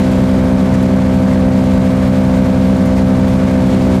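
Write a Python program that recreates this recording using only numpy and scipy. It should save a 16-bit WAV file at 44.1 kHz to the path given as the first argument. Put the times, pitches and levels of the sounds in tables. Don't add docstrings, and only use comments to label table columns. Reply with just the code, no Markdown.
import sys
import numpy as np
from scipy import signal
from scipy.fft import rfft, irfft
from scipy.io import wavfile
from scipy.ndimage import uniform_filter1d, minimum_filter1d

SR = 44100
rng = np.random.default_rng(int(sys.argv[2]) if len(sys.argv) > 2 else 0)


def dump_mix(stems):
    frames = np.atleast_2d(stems).T
    limited = np.clip(frames, -1, 1)
    pcm = np.round(limited * 32767).astype(np.int16)
    wavfile.write(sys.argv[1], SR, pcm)


N = 176400
T = np.arange(N) / SR

# (multiple of the blade rate, relative level [dB])
ROTOR_TONES = [(1, -26), (2, -23.5), (3, -14), (4, -16), (5, -32.5), (6, -31.5), (7, -41.5), (8, -24.5),
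               (9, -29), (10, -28.5), (11, -37.5), (12, -37.5), (13, -42), (14, -38), (15, -44), (16, -61),
               (17, -52), (18, -42.5), (19, -82), (20, -44.5), (21, -53), (24, -45.5), (26, -53.5),
               (31, -58.5), (34, -51), (36, -54.5), (40, -63)]
AIR_BURSTS = [(.02, 0.46), (.31, 1.0), (.52, 0.59), (.68, 0.4)]
# (frequency [Hz], relative level [dB])
AIR_COLOUR = [(400, 5), (700, -6.5), (1050, 1), (1280, -7.5), (1600, -4.5), (2000, -8.5), (2400, -11),
              (3000, -30.5), (6000, -34)]
# (time [s], level change [dB])
AIR_SWELLS = [(0, -1), (1.08, .3), (1.17, -8), (1.27, 2.5), (1.4, -2.5), (1.92, -1.5), (2.03, 3), (2.1, -2),
              (2.6, -2.5), (2.95, -2.5), (3.33, -3), (3.5, 0.5), (3.62, -1.5), (4, -2)]
# (multiple of the cycle rate, relative level [dB])
ENGINE_TONES = [(1, -65), (2, -43.5), (3, -33), (4, -23), (5, -37), (6, -27), (7, -48), (8, -27),
                (9, -27.5), (10, -57), (11, -65), (12, -33.5), (13, -49.5), (17, -66), (18, -69), (19, -57),
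                (23, -55), (24, -43)]
# (frequency [Hz], relative level [dB])
RUMBLE_COLOUR = [(24, -15), (38, -11), (70, -3.5), (120, -1.5), (190, 1), (250, -4.5), (330, -14.5),
                 (430, -16), (540, -10.5), (700, -17.5), (1000, -21.5)]
# (frequency [Hz], relative level [dB])
HISS_COLOUR = [(600, 12.5), (1500, 2), (2400, 3), (3000, 2), (4300, -0.5), (5200, -4.5), (7500, -7),
               (10000, -12.5), (13000, -18.5), (15500, -21)]
# (time [s], level change [dB])
HISS_SWELLS = [(0, 1.5), (.3, -.5), (.7, 0), (.9, -.5), (1.6, -.5), (2.1, 0), (2.6, -1), (2.87, 0.5),
               (3.15, -1), (3.45, 0.5), (3.8, 0.8), (4, 1.5)]
# (time [s], relative level [dB])
CHAIN_TICKS = [(.114, -36), (.737, -37), (.826, -33), (2.856, -34), (3.281, -37)]
# (time [s], boost [dB])
RING_BOOST = [(0, 3), (.6, 2), (1.6, 0.2), (2.7, 0), (3.3, 0), (3.7, 5), (4, 7)]
# (time [s], level [dB])
ROLLER_RASPS = [(.66, -38), (.748, -32), (1.325, -35), (1.715, -39), (2.03, -47), (2.35, -36), (2.46, -34),
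                (2.875, -34), (2.985, -34), (3.40, -38), (3.49, -34)]
# (frequency [Hz], relative level [dB])
RASP_COLOUR = [(900, -21), (2000, 9), (3000, -5), (4500, -8.5), (7500, -9.5), (11000, -21), (15000, -26)]


def from_db(db):
    return 10 ** (np.asarray(db) / 20)


def rms_one(x):
    return x / np.sqrt(np.mean(x ** 2) + 1e-20)


def along(rows, at):
    return np.interp(at, *np.transpose(rows))


def drift(rate_hz):
    step, warm_up = 40, 2000
    r = np.exp(-2 * np.pi * step * rate_hz / SR)
    slow = signal.lfilter([1], [1, -2 * r, r * r], rng.standard_normal(N // step + warm_up + 2))[warm_up:]
    return np.interp(np.arange(N) / step, np.arange(len(slow)), rms_one(slow))


def noise(spectrum):
    hz, db = np.transpose(spectrum)
    bins = np.maximum(np.arange(N // 2 + 1) * SR / N, 1)
    colour = from_db(np.interp(np.log(bins), np.log(hz), db))
    edge_fade = np.minimum(bins / hz[0], 1) ** 2 * np.minimum(hz[-1] / bins, 1) ** 2
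    return rms_one(irfft(rfft(rng.standard_normal(N)) * colour * edge_fade, N))


def pulses(cycles, tones, smear, clear_tones=7):
    k = np.arange(1, round(tones[-1][0]) + 1)
    gains = from_db(along(tones, k))
    lags = np.pi * smear * k * k + (k > clear_tones) * rng.uniform(0, 2 * np.pi, len(k))
    return np.sqrt(2) * sum(g * np.cos(2 * np.pi * n * cycles - lag) for n, g, lag in zip(k, gains, lags))


def rotor(blade_hz=64.14, start_s=.0125, wander_s=.00003):
    passes = blade_hz * (T - start_s + wander_s * drift(4.9))
    drone = from_db(.5) * pulses(passes, ROTOR_TONES, smear=.82)
    air_power, burst_width = .5, .024
    for place, power in AIR_BURSTS:
        offset = (passes - place + .5) % 1 - .5
        air_power += power * np.exp(-.5 * (offset / burst_width) ** 2)
    air = rms_one(noise(AIR_COLOUR) * np.sqrt(air_power))
    return drone + air * from_db(-30 + along(AIR_SWELLS, T))


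def engine(cycle_hz=22.45, start_s=.00872, wander_s=.00006):
    cycles = cycle_hz * (T - start_s + wander_s * drift(4.9))
    return from_db(1.5) * pulses(cycles, ENGINE_TONES, smear=.256)


def airflow(rumble_db=-19.5, hiss_db=-33.5, flicker_db=1.0):
    hiss_gain = from_db(hiss_db + along(HISS_SWELLS, T) + flicker_db * drift(12))
    return from_db(rumble_db) * noise(RUMBLE_COLOUR) + hiss_gain * noise(HISS_COLOUR)


def feed_chain(hits_per_s=600, band_hz=(2970, 12500), pitches=18, ring_cycles=12, tick_decay_s=.009):
    sizes = from_db(-.5 * np.minimum(rng.exponential(1, N), 4)) * rng.choice([-1, 1], N)
    hits = sizes * (rng.random(N) < hits_per_s / SR)
    pitch_of_hit = rng.integers(0, pitches, N)
    rattle = np.zeros(N)
    for k, hz in enumerate(np.geomspace(*band_hz, pitches)):
        r = np.exp(-np.log(1000) * hz / (ring_cycles * SR))
        angle = 2 * np.pi * hz / SR
        knocks = hits * (pitch_of_hit == k) + 1e-18
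        rattle += signal.lfilter([0, np.sin(angle)], [1, -2 * r * np.cos(angle), r * r], knocks)
    strikes = sum(from_db(db) * (T >= s) * np.exp(-abs(T - s) / tick_decay_s) for s, db in CHAIN_TICKS)
    band = signal.butter(1, band_hz, "band", fs=SR, output="sos")
    ticks = signal.sosfilt(band, strikes * rng.standard_normal(N))
    return from_db(-47) * rms_one(rattle) + ticks


def hopper(sound, ring_hz=(308, 400)):
    ring = signal.sosfiltfilt(signal.butter(2, ring_hz, "band", fs=SR, output="sos"), sound)
    return sound + ring * (from_db(along(RING_BOOST, T)) - 1)


def feed_roller(width_s=.013):
    swells = sum(from_db(db) * np.exp(-.5 * ((T - s) / width_s) ** 2) for s, db in ROLLER_RASPS)
    return swells * noise(RASP_COLOUR)


def scene():
    return hopper(rotor() + engine() + airflow() + feed_chain() + feed_roller())[None]


def record(dry, limit_db=-3.5, release_db_per_s=135, lookahead_s=.0011, cutoff_hz=15400):
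    over_db = np.maximum(20 * np.log10(abs(dry[0]) + 1e-9) - limit_db, 0)
    recovery_db = release_db_per_s * T
    cut_db = np.maximum.accumulate(over_db + recovery_db) - recovery_db
    width = 2 * int(lookahead_s * SR / 2) + 1
    gain_db = uniform_filter1d(minimum_filter1d(-cut_db, width), width)
    treble_cut = signal.ellip(12, .1, 80, cutoff_hz, fs=SR, output="sos")
    return signal.sosfilt(treble_cut, dry * from_db(gain_db))


dry = scene()
out = record(dry)
dump_mix(out)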